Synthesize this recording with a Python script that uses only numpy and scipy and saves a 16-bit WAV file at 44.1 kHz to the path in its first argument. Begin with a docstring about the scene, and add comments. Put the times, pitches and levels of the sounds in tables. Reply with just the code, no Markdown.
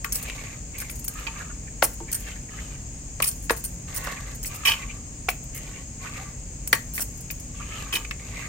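"""Glass bangles on a wrist knock, jingle and scrape on a clay pot as the hand beats thick batter in it.
Knocks and thumps are damped noise bursts that wake pot modes; jingles are runs of glass modes and ticks.
Batter is random grains through air-pocket and palm resonances, swelling with each sweep of the hand.
A short diffuse echo surrounds the work; behind it, narrow noise bands chirr as insects over rumble and hum."""
import sys
import numpy as np
from scipy import signal
from scipy.fft import rfft, irfft, next_fast_len
from scipy.io import wavfile
from scipy.ndimage import uniform_filter1d, map_coordinates

SR = 44100
rng = np.random.default_rng(int(sys.argv[2]) if len(sys.argv) > 2 else 0)


def dump_mix(stems):
    """Bounce the given channels to the path in sys.argv[1] as a 16-bit WAV at rate SR."""
    frames = np.atleast_2d(stems).T  # one column per channel
    limited = np.clip(frames, -1, 1)  # hard clip at full scale
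    pcm = np.round(limited * 32767).astype(np.int16)
    wavfile.write(sys.argv[1], SR, pcm)


N = 373968
TIME_S = np.arange(N) / SR
RING_SIZE = 8192  # samples in one short sound
PALM_HZ, PALM_WIDTH_HZ = 1080, 73  # hollow between palm and wall

# bangles striking the pot: start_s, level_db, contact_hz, left_minus_right_db, pot_ring_db
KNOCKS = [(.045, -26.5, 1440, 7, -3), (0.298, -33, 2630, 5, -20), (.896, -41, 2080, 8, -15),
          (1.268, -28, 2570, -6, 10), (1.281, -35, 2470, 4, 16), (1.8225, -24.5, 1410, 16.5, -19),
          (1.8251, -25, 2060, 13.5, -29), (2.003, -45, 800, 0, -12), (3.2015, -32, 1070, 14, -19),
          (3.2018, -33.5, 2150, 6, -18), (3.2245, -24.5, 2660, -5, 3), (3.227, -43, 1140, 0, -11),
          (3.244, -32, 5000, -6, -1), (3.258, -38.5, 2390, 3, -8), (3.28, -40, 4700, -2, -5),
          (3.313, -37, 6560, 2, -12), (3.236, -35, 2200, 8, -4), (3.496, -19, 1700, 7, -0.5),
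          (3.503, -27, 2080, -2, -9), (3.506, -24.5, 1070, 6, -10), (4.072, -36.5, 1180, -8, -25),
          (4.447, -37, 2400, 3, -4), (4.653, -23, 2900, -3, 6), (4.671, -24, 2920, -15, 17),
          (4.68, -22, 2600, -11, 13), (4.677, -29, 5670, -3, 10), (4.6846, -27, 4400, -1, 4),
          (4.709, -27, 2750, -7, 7), (4.718, -25, 2930, -6, -1), (4.736, -32, 2550, 3, -4),
          (5.2878, -20, 2360, 1.5, -12), (6.729, -12, 1930, 4, -7), (6.7315, -29.5, 1040, 1, -8),
          (6.736, -28, 1750, 9, -13), (6.979, -28, 2000, 0, 4), (7.002, -49, 1540, -3, 3),
          (7.302, -34.5, 2270, 6.5, 0), (7.928, -30.5, 3150, -6, 4), (7.954, -28, 3650, -3, 0),
          (8.048, -34.5, 2220, 0, 1), (8.11, -28.5, 2150, 2.5, -5)]
# wrist thumping the wall: start_s, level_db, thud_hz, thud_width_hz, pot_ring_db
THUMPS = [(1.825, -15, 570, 395, -9.5), (3.201, -28.5, 645, 330, -16), (3.505, -18.5, 550, 260, -7),
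          (4.071, -33, 574, 280, -15), (5.2852, -23.5, 690, 95, -14), (6.73, -27, 520, 190, -13),
          (6.995, -36, 690, 380, -10)]
# soft pushes rocking the pot: start_s, level_db, pitch_hz
NUDGES = [(1.276, -37.5, 908), (2.003, -40, 908), (2.008, -35.5, 320), (4.655, -29, 1120),
          (4.69, -31.5, 900), (7.928, -33, 1110), (7.94, -37, 333), (7.972, -42, 908)]
# bangles sliding together: start_s, level_db, chatter_s, glint_hz
JINGLES = [(0.044, -30.5, 0.0014, 14150), (.123, -19.5, 0.011, 10290), (0.146, -19.5, 0.03, 14150),
           (.185, -37, 0.013, 13690), (0.227, -29.5, 0.0071, 8835), (0.782, -29.5, 0.0068, 14150),
           (0.802, -27, 0.014, 12890), (0.899, -31, 0.018, 10290), (.955, -36, .01, 12890),
           (0.991, -36.5, 0.0072, 12890), (1.043, -29, 0.0077, 15430), (1.08, -22.5, 0.0039, 13690),
           (1.138, -44, 0.0038, 13690), (1.195, -43, 0.003, 14150), (1.832, -18, 0.0077, 14150),
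           (1.841, -14.5, 0.011, 14820), (1.93, -39, 0.013, 12890), (2.116, -29, .003, 9900),
           (2.127, -20.5, 0.0081, 14820), (2.145, -22, 0.012, 8835), (2.149, -25, .004, 1580),
           (2.198, -37, .015, 13690), (3.222, -16, 0.0041, 8850), (3.242, -19.5, .008, 10290),
           (3.257, -27, 0.0071, 10290), (3.268, -20.5, 0.014, 9900), (3.277, -19, 0.012, 8835),
           (3.287, -22, 0.0046, 12890), (3.318, -37, 0.0035, 8835), (3.424, -37, 0.037, 9900),
           (3.508, -23, 0.014, 12890), (3.565, -29.5, 0.038, 14150), (3.64, -27, .003, 14150),
           (3.649, -25.5, 0.0068, 8835), (3.659, -35, .004, 1580), (3.945, -24.5, 0.02, 9250),
           (3.968, -23.5, .016, 15430), (4.039, -33, 0.012, 13690), (4.348, -37, 0.011, 14150),
           (4.429, -27.5, .01, 14150), (4.457, -24.5, 0.026, 15430), (4.543, -32, 0.026, 14150),
           (4.66, -23, 0.054, 13690), (5.29, -23.5, 0.015, 14820), (5.437, -43.5, 0.0071, 13690),
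           (5.547, -29.5, .033, 12890), (6.675, -24.5, 0.0024, 9250), (6.728, -16.5, 0.0039, 6450),
           (6.749, -27, 0.0064, 15430), (6.937, -23.5, 0.035, 14820), (6.978, -25.5, 0.029, 9250),
           (7.006, -21, 0.018, 13690), (7.019, -23, 0.01, 14150), (7.174, -43, .006, 14820),
           (7.208, -37.5, 0.0046, 9900), (7.308, -27, 0.004, 15430), (7.399, -38.5, 0.0032, 13690),
           (7.934, -24.5, 0.031, 9900), (7.945, -27, .02, 14820)]
# bangles dragged over bare clay: start_s, length_s, level_db, release_s, contact_hz
SCRAPES = [(4.65, 0.032, -16, 0.028, 2750), (7.923, 0.04, -23, 0.013, 2650)]
# sweeps of the hand round the pot: start_s, length_s, crest_s (after start), crest_level_db,
# pocket_hz, pocket_spread (share), palm_db (relative to the batter), palm_hz
STROKES = [(0.098, 0.55, 0.19, -38.5, 2310, 0.21, -9, 1143),
           (0.725, 0.29, 0.097, -43, 2090, 0.13, -12, 1160), (1.082, 0.56, 0.11, -43, 2090, 0.37, -1, 1240),
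           (2.059, 0.42, 0.23, -43, 2130, 0.3, -17, 1130), (2.49, 0.4, 0.049, -42, 2170, 0.29, -9, 1200),
           (3.869, 0.55, 0.17, -40, 2003, 0.22, -7.5, 1120),
           (4.477, 0.58, 0.19, -40.5, 2300, 0.17, -1, 1185),
           (5.525, 0.38, 0.25, -42.5, 2300, 0.27, -10.5, 1120),
           (5.988, 0.44, 0.069, -41.5, 2100, 0.21, -5.5, 1157),
           (7.53, 0.63, 0.24, -40, 2325, 0.28, -2.5, 1195), (8.181, .55, 0.5, -36, 2230, 0.064, -7.5, 1150)]
# fingers digging in or pulling free: start_s, length_s, level_db, pitch_hz
SQUELCHES = [(0.404, 0.091, -47, 2280), (0.738, 0.033, -41, 2320), (0.808, 0.029, -38, 1970),
             (1.394, 0.041, -38.5, 1490), (1.489, 0.036, -44.5, 1470), (1.668, .03, -45.5, 2230),
             (2.076, 0.04, -42, 2270), (2.12, 0.07, -46, 1840), (2.258, 0.038, -43, 2110),
             (2.355, 0.023, -44, 2110), (2.483, 0.02, -46, 2170), (2.568, 0.052, -41.5, 1940),
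             (4.162, 0.036, -40, 2060), (4.805, .05, -39, 2430), (4.882, 0.052, -39, 2500),
             (5.528, 0.069, -44.5, 2200), (6.043, 0.028, -41, 1200), (6.055, 0.035, -40, 2270),
             (6.136, 0.061, -42, 2330), (6.176, 0.066, -46, 710), (7.596, 0.027, -39, 1150),
             (7.604, 0.045, -41.5, 2360), (7.709, 0.041, -40, 2560), (8.325, 0.097, -41, 2300),
             (8.405, 0.073, -39, 2130)]
# modes of the pot and its air: pitch_hz, level_db, t60_s
POT = [(338, -8, .14), (448, -2, .16), (500, -8, .13), (560, -7, .11), (672, -5, .12), (810, -7, .03),
       (908, -1, .15), (1115, 1, .09), (1165, -1, .09), (1400, -10, .06), (1675, -2, .07), (1830, -5, .035),
       (1940, -5, .05), (2170, -5, .035), (2310, -5, .05), (2405, -1, .06), (2485, -3, .06), (2580, 1, .06),
       (2975, 1, .055), (3128, -3, .055), (3208, -3, .055), (3490, -8, .04), (3760, -7, .06),
       (4240, -8, .07), (4570, -1, .08), (5090, -5, .06), (5330, -5, .035), (5620, -3, .07)]
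# modes of the glass bangles: pitch_hz, level_db, t60_s
BANGLE = [(1580, -24, .15), (4300, -14, .05), (4500, -14, .06), (5250, -2, .022), (5700, -4, .025),
          (6450, -1, .015), (7810, -7, .1), (8835, 3, .08), (9250, -2, .035), (9900, -2, .03),
          (10290, -3, .03), (12890, -1, .08), (13690, -2, .04), (14150, -2, .06), (14820, -2, .025),
          (15400, -2, .05)]
# tone colour of the ticks: freq_hz, gain_db
TICK_COLOUR = [(1000, -7.5), (3000, -1.5), (3800, -14), (4800, -2), (7000, 4.5), (9700, 10), (10700, 4),
               (11400, -8.5), (12400, 9.5), (15200, 0), (16000, 10)]
# spectrum of glass on gritty clay: freq_hz, gain_db
CLAY_GRIT = [(200, -7), (500, -23), (750, 0), (1000, -2.5), (1400, -1), (2100, 5.5), (3000, 10.5),
             (3900, -4.5), (6000, 2.5), (10000, 2), (11500, -10), (13000, 5), (16000, -4)]
# spectrum of smeared batter: freq_hz, gain_db
SMEAR_COLOUR = [(150, -31), (450, 10.5), (800, 7), (1700, -4), (2600, -5.5), (3600, 2.5), (5200, -0.5),
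                (8000, 1.5), (11000, -14), (13500, -1), (16000, -43)]
# insect voices: pitch_hz, width_hz, level_db (rms), wing_strokes_per_s
INSECTS = [(5090, 540, -63.5, 33), (6220, 98, -57.5, 110), (6588, 440, -47.5, 9.4), (6870, 420, -49, 30),
           (7370, 84, -54, 160), (7590, 150, -51.5, 350), (7790, 94, -59, 13), (8250, 220, -56.5, 7.1)]
# spectrum of the background rumble: freq_hz, gain_db
ROOM_TONE = [(15, -16), (28, -8), (48, 5.5), (75, -4.5), (130, -5), (160, -11), (280, -14), (350, -22),
             (480, -22.5), (700, -27.5), (1300, -37.5), (2500, -32.5), (3700, -42.5), (5500, -33),
             (9000, -35.5), (11000, -55.5), (15500, -44.5)]
# mains and motor hum: pitch_hz, level_db (rms)
HUM = [(49, -49), (97, -60), (134, -52), (172, -55), (237, -57.5), (293, -67)]
# left port over right: freq_hz, left_minus_right_db
PORT_BALANCE = [(60, 1), (200, -.5), (700, -1.5), (1290, -5), (2400, 0), (4400, 1.5), (8100, -0.5),
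                (14000, 0.5)]


def undb(db):
    """Decibels to gain."""
    return 10 ** (np.asarray(db) / 20)


def unit(x):
    """Scale to rms 1."""
    return x / np.sqrt(np.mean(x ** 2))


def burst(x):
    """Scale a short sound to the energy of 10 ms at rms 1."""
    return x / np.sqrt(np.mean(x ** 2) * x.shape[-1] / SR * 100)


def add(out, start_s, x):
    """Mix x in from start_s on."""
    i = max(int(start_s * SR), 0)
    out[:, i:i + x.shape[1]] += x[:, :N - i]


def pan(left_minus_right_db):
    """Left and right levels in dB."""
    return np.array([[left_minus_right_db], [-left_minus_right_db]]) / 2


def freqs(size):
    """Spectrum frequencies in Hz for size samples, kept at 1 or above."""
    return np.maximum(np.arange(size // 2 + 1) * SR / size, 1)


def colour(x, points):
    """Filter by a (freq_hz, gain_db) spectrum."""
    hz, db = np.transpose(points)
    size = next_fast_len(x.shape[-1])
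    gain = undb(np.interp(np.log(freqs(size)), np.log(hz), db))
    return irfft(rfft(x, size) * gain, size)[..., :x.shape[-1]]


def resonance(size, hz, width_hz):
    """Frequency response of one resonance."""
    f = freqs(size)
    return 1 / (1 + 1j * (f / hz - hz / f) * hz / width_hz)


def ports(x, apart_hz=1900):
    """Turn two unrelated signals into left and right: alike in the bass, different in the treble."""
    f = freqs(x.shape[-1])
    share = f / np.hypot(f, apart_hz)
    side = irfft(rfft(x[1]) * share, x.shape[-1])
    return np.array([x[0] + side, x[0] - side])


def walk(rate_hz, size=N):
    """Smooth random curve with a spread near 1."""
    k = int(SR / rate_hz)
    steps = np.repeat(rng.standard_normal(size // k + 1), k)
    return 1.3 * uniform_filter1d(steps, k)[:size]


def grains(size, rate_hz, spread_db):
    """Tiny random clicks of unequal strength, on two channels."""
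    chance = rng.random(size)
    strength = undb(spread_db * np.minimum(rng.exponential(size=size), 4))
    return (chance < rate_hz / SR) * strength * rng.standard_normal((2, size))


def drift(x, glide_per_s, wander):
    """Let pitch glide and wander by uneven playback speed; scale to rms 1."""
    size = x.shape[-1]
    glide = glide_per_s * (TIME_S[:size] - size / SR / 3)
    position = np.cumsum(np.exp(glide + wander * walk(12, size=size)))
    return unit(np.array([map_coordinates(side, [position], mode="wrap") for side in x]))


def ring(modes, detune, uneven_db, lead_s=0.000143):
    """Decaying modes with random weight and phase; on average each leads by lead_s on the left."""
    hz, db, t60_s = np.transpose(modes)
    hz = hz * (1 + detune * rng.standard_normal(len(hz)))
    phase = np.exp(2j * np.pi * rng.random(len(hz)))
    strength = undb(db + uneven_db * rng.standard_normal(len(hz))) * phase
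    skew = np.pi * hz * lead_s * (1 + 0.5 * rng.standard_normal(len(hz)))
    poles = np.exp((2j * np.pi * hz - np.log(1000) / t60_s) / SR)
    fading = np.cumprod(np.repeat(poles[:, None], RING_SIZE, axis=1), axis=1)
    return (strength * np.exp(1j * np.array([skew, -skew])) @ fading).imag


def blow(hz, width_hz, ring_db, apart_hz=2200, landing_s=0.0011, rattle_db=-17, rattle_s=0.023,
         hollow_db=-11, thud_cut_hz=247):
    """One contact on the wall: a noise thud coloured by the palm hollow, plus the pot modes it wakes."""
    t = TIME_S[:RING_SIZE]
    landing = t / landing_s * np.exp(1 - t / landing_s)
    rattle = undb(rattle_db) * np.exp(-t / rattle_s)
    # the pot radiates little below the cut
    low = 1j * freqs(RING_SIZE) / thud_cut_hz
    radiated = low ** 2 / (1 + low + low ** 2)
    contact = resonance(RING_SIZE, hz, width_hz)
    # the hollow flips polarity for contacts pitched above it
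    hollow = undb(hollow_db) * resonance(RING_SIZE, PALM_HZ, PALM_WIDTH_HZ) * np.sign(PALM_HZ - hz)
    noise = ports(rng.standard_normal((2, RING_SIZE)), apart_hz) * (landing + rattle)
    thud = irfft(rfft(noise) * (contact + hollow) * radiated)
    body = irfft(rfft(ring(POT, detune=0.00096, uneven_db=4)) * contact)
    return burst(thud) + undb(ring_db) * burst(body)


def knocks(crack_db=-14, damping=0.18, crack_s=0.0051, rebound_s=0.0047, rebound_db=-10,
           rebound_ring_db=-4):
    """Bangles hit the wall: damped thud, gritty crack and short pot ring, then a weaker rebound."""
    out, t = np.zeros((2, N)), TIME_S[:RING_SIZE]
    crack_band = resonance(RING_SIZE, 5200, 1700)
    for start_s, db, hz, left_minus_right_db, ring_db in KNOCKS:
        crack_noise = rng.standard_normal((2, RING_SIZE)) * np.exp(-t / crack_s)
        crack = irfft(rfft(crack_noise) * crack_band)
        hit = blow(hz, damping * hz, ring_db) + undb(crack_db) * burst(crack)
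        add(out, start_s, burst(hit) * undb(db + pan(left_minus_right_db)))
        rebound = blow(hz, damping * hz, rebound_ring_db)
        add(out, start_s + rebound_s, undb(db + rebound_db) * burst(rebound))
    return out


def thumps():
    """The soft wrist strikes the wall: thud and pot ring without a crack."""
    out = np.zeros((2, N))
    for start_s, db, hz, width_hz, ring_db in THUMPS:
        add(out, start_s, undb(db) * burst(blow(hz, width_hz, ring_db, apart_hz=4500)))
    return out


def nudges(width_hz=70):
    """A slow push has no click: pot modes near one pitch give a clean short note."""
    out = np.zeros((2, N))
    for start_s, db, hz in NUDGES:
        modes = [(f, mode_db - 40 * np.log10(np.hypot(1, (f - hz) / width_hz)), t60_s)
                 for f, mode_db, t60_s in POT]
        add(out, start_s, undb(db) * burst(ring(modes, detune=.002, uneven_db=1)))
    return out


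def jingles(tick_db=2, tick_decay_s=.0032, contact_rate_hz=330, scatter_db=4, fade_db=3, first_db=3,
            glint_db=11, glint_width_hz=300):
    """Bangles chatter in fading runs of contacts; where they touch decides which modes glint."""
    out, t = np.zeros((2, N)), TIME_S[:RING_SIZE]
    for start_s, db, chatter_s, glint_hz in JINGLES:
        modes = [(hz, mode_db + glint_db * np.exp(-((hz - glint_hz) / glint_width_hz) ** 2), t60_s)
                 for hz, mode_db, t60_s in BANGLE]
        # six bangles, no two quite alike
        stack = [burst(ring(modes, detune=.009, uneven_db=7)) for _ in range(6)]
        run = np.zeros((2, RING_SIZE))
        delays = rng.random(20)
        chance_db = np.r_[first_db, scatter_db * rng.standard_normal(19)]
        ticks = colour(rng.standard_normal((2, RING_SIZE)), TICK_COLOUR)
        count = min(2 + int(chatter_s * contact_rate_hz), 20)
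        for k in range(count):
            lag = int((k + delays[k] * (k > 0)) / count * chatter_s * SR)
            tick_noise = np.roll(ticks, k * RING_SIZE // 20, axis=1)
            tick = burst(tick_noise * np.exp(-t / tick_decay_s))
            clink = stack[k % len(stack)] + undb(tick_db) * tick
            run[:, lag:] += undb(chance_db[k] - fade_db * k / count) * clink[:, :RING_SIZE - lag]
        add(out, start_s, undb(db) * burst(run))
    return out


def settling(share_db=-20.0, settle_s=0.097, ceiling_db=-32):
    """Once a jingle starts, loose bangles keep sliding with tiny ticks that die away."""
    unrest = np.zeros(N)
    for start_s, db, *_ in JINGLES:
        unrest[int(start_s * SR)] = undb(min(db, ceiling_db))
    unrest = signal.lfilter([1], [1, -np.exp(-1 / (settle_s * SR))], unrest)
    ticks = unit(colour(grains(N, rate_hz=1200, spread_db=3.5), TICK_COLOUR))
    return undb(share_db) * unrest * ticks


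def scrapes(grit_db=-4.0, catch_db=2, contact_width_hz=5000, grip_s=0.0046):
    """Glass sticks and slips over sandy clay: random slips are heard directly and through the pot modes."""
    out, t = np.zeros((2, N)), TIME_S[:RING_SIZE]
    wall = rfft(ring(POT, detune=.001, uneven_db=.5, lead_s=.000075))
    for start_s, length_s, db, release_s, contact_hz in SCRAPES:
        slips = grains(RING_SIZE, rate_hz=5000, spread_db=1.5)
        drag = np.minimum(t / grip_s, 1) * np.exp(-np.maximum(t - length_s, 0) / release_s)
        grit = colour(slips * drag, CLAY_GRIT)
        contact = resonance(RING_SIZE, contact_hz, contact_width_hz)
        # one slip signal drives the wall on both sides
        body = irfft(rfft(grit[0]) * wall * contact)
        sound = burst(body) + undb(grit_db) * burst(grit)
        add(out, start_s, undb(db) * unit(sound) * np.sqrt(length_s * SR / RING_SIZE))
    return out * undb(catch_db * walk(300))


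def pockets(size, hz, glide_per_s, spread, width=0.044, swell_db=2.5, wander=0.022):
    """Seven air pockets of different size tear open at random; their pitch glides and wanders."""
    pitches_hz = hz * np.exp(spread * np.linspace(-1, 1, 7) + 0.067 * rng.standard_normal(7))
    pops = 0
    for f in pitches_hz:
        tears = grains(size, rate_hz=350, spread_db=1.0) * undb(swell_db * walk(22.6, size=size))
        pops = pops + rfft(tears) * resonance(size, f, width * f)
    return drift(ports(irfft(pops * resonance(size, hz, hz))), glide_per_s, wander)


def palm_hollow(size, hz, overtone_ratio=1.337, overtone_db=-6, wander=.035):
    """Rubbing grains excite two resonances under the palm, which shift as the hand flexes."""
    overtone = undb(overtone_db) * resonance(size, overtone_ratio * hz, PALM_WIDTH_HZ)
    hollow = resonance(size, hz, PALM_WIDTH_HZ) + overtone
    rub = grains(size, rate_hz=1200, spread_db=1.0) * undb(2 * walk(11.9, size=size))
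    return drift(ports(irfft(rfft(rub) * hollow * resonance(size, hz, hz))), 0, wander)


def batter(smear_db=-2, crackle_db=-8, sticking_db=0.76, lumps_db=2.2, sag_per_s=-.2,
           attack_s=0.018, release_s=0.17, swell_db=12.5):
    """Each sweep smears lumpy batter: pressure swells and fades, threads snap, air pockets sink in pitch."""
    out, size = np.zeros((2, N)), 4 * RING_SIZE
    t = TIME_S[:size]
    for start_s, length_s, crest_s, db, hz, spread, palm_db, palm_hz in STROKES:
        # the hand digs in, then lifts out
        touch = np.clip(np.minimum(t / attack_s, (length_s - t) / release_s), 0, 1)
        push = touch * undb(np.interp(t, [0, crest_s, length_s], [-swell_db, 0, -swell_db]))
        smear = unit(colour(ports(grains(size, rate_hz=1900, spread_db=3.4)), SMEAR_COLOUR))
        threads = rfft(grains(size, rate_hz=160, spread_db=3.5))
        crackle = unit(ports(irfft(threads * resonance(size, hz, hz) ** 2)))
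        air = pockets(size, hz, sag_per_s, spread)
        wet = unit(air + undb(smear_db) * smear + undb(crackle_db) * crackle)
        add(out, start_s, undb(db) * push * (wet + undb(palm_db) * palm_hollow(size, palm_hz)))
    return out * undb(sticking_db * walk(45) + lumps_db * walk(14))


def squelches(rise_per_s=0.803, spread=.17):
    """A clump of air pockets gives way at once, rising a little in pitch."""
    out = np.zeros((2, N))
    for start_s, length_s, db, hz in SQUELCHES:
        squeeze = np.sin(np.pi * np.minimum(TIME_S[:RING_SIZE] / length_s, 1))
        squelch = unit(pockets(RING_SIZE, hz, rise_per_s, spread) * squeeze)
        add(out, start_s, undb(db) * squelch * np.sqrt(np.mean(squeeze ** 2)))
    return out


def room(x, wet_db=-14, t60_s=0.27):
    """Short diffuse echo from the near walls: decaying noise convolved with the sound."""
    t = TIME_S[:SR // 2]
    tail = rng.standard_normal((2, len(t))) * np.exp(-np.log(1000) * t / t60_s)
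    tail *= 1 - np.exp(-t / 0.00013)
    tail /= np.sqrt(np.sum(tail ** 2) / 2)
    return x + undb(wet_db) * signal.fftconvolve(x, tail, axes=1)[:, :N]


def insects(throb=0.058, left_minus_right_db=7, swell_db=0.5):
    """A chorus of narrow wing resonances rubbed in uneven strokes, the throb shallow with distance. The left
    side ends up louder than the right by half of left_minus_right_db, 3.5 dB."""
    out, size = 0, next_fast_len(N)
    for hz, width_hz, db, rate_hz in INSECTS:
        sharp = np.abs(resonance(size, hz, 1.6 * width_hz)) ** 4  # about width_hz wide at -6 dB
        wings = unit(irfft(rfft(rng.standard_normal((2, size))) * sharp, size)[:, :N])
        stroke_phase = 2 * np.pi * np.cumsum(rate_hz * (1 + 0.16 * walk(25))) / SR
        strokes = 1 + throb * np.sin(stroke_phase)
        out = out + undb(db + swell_db * walk(2.4)) * wings * strokes
    return out * undb(pan(left_minus_right_db) / 2)


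def room_tone(rumble_db=-38.0):
    """Low noise rumble under hum tones that waver in pitch and level."""
    rumble = unit(colour(ports(rng.standard_normal((2, N)), apart_hz=796), ROOM_TONE))
    hum = 0
    for hz, db in HUM:
        phase = 2 * np.pi * np.cumsum(hz + 1.382 * walk(8)) / SR
        hum = hum + undb(db + 2 * walk(7.4)) * np.sqrt(2) * np.sin(phase)
    return undb(rumble_db) * rumble + hum


def scene():
    """The work in the pot, with its echo, over the steady background."""
    bangles = knocks() + jingles() + settling() + scrapes()
    hand = thumps() + nudges() + batter() + squelches()
    return room(bangles + hand) + insects() + room_tone()


def record(dry, top_hz=15800):
    """The two ports colour the sound differently; peaks clip at full scale; the top is cut."""
    left = colour(dry[0], [(hz, db / 2) for hz, db in PORT_BALANCE])
    right = colour(dry[1], [(hz, -db / 2) for hz, db in PORT_BALANCE])
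    top_cut = signal.ellip(10, .2, 75, top_hz, fs=SR, output="sos")
    return signal.sosfilt(top_cut, np.clip(np.array([left, right]), -1, 1))


dry = scene()
out = record(dry)
dump_mix(out)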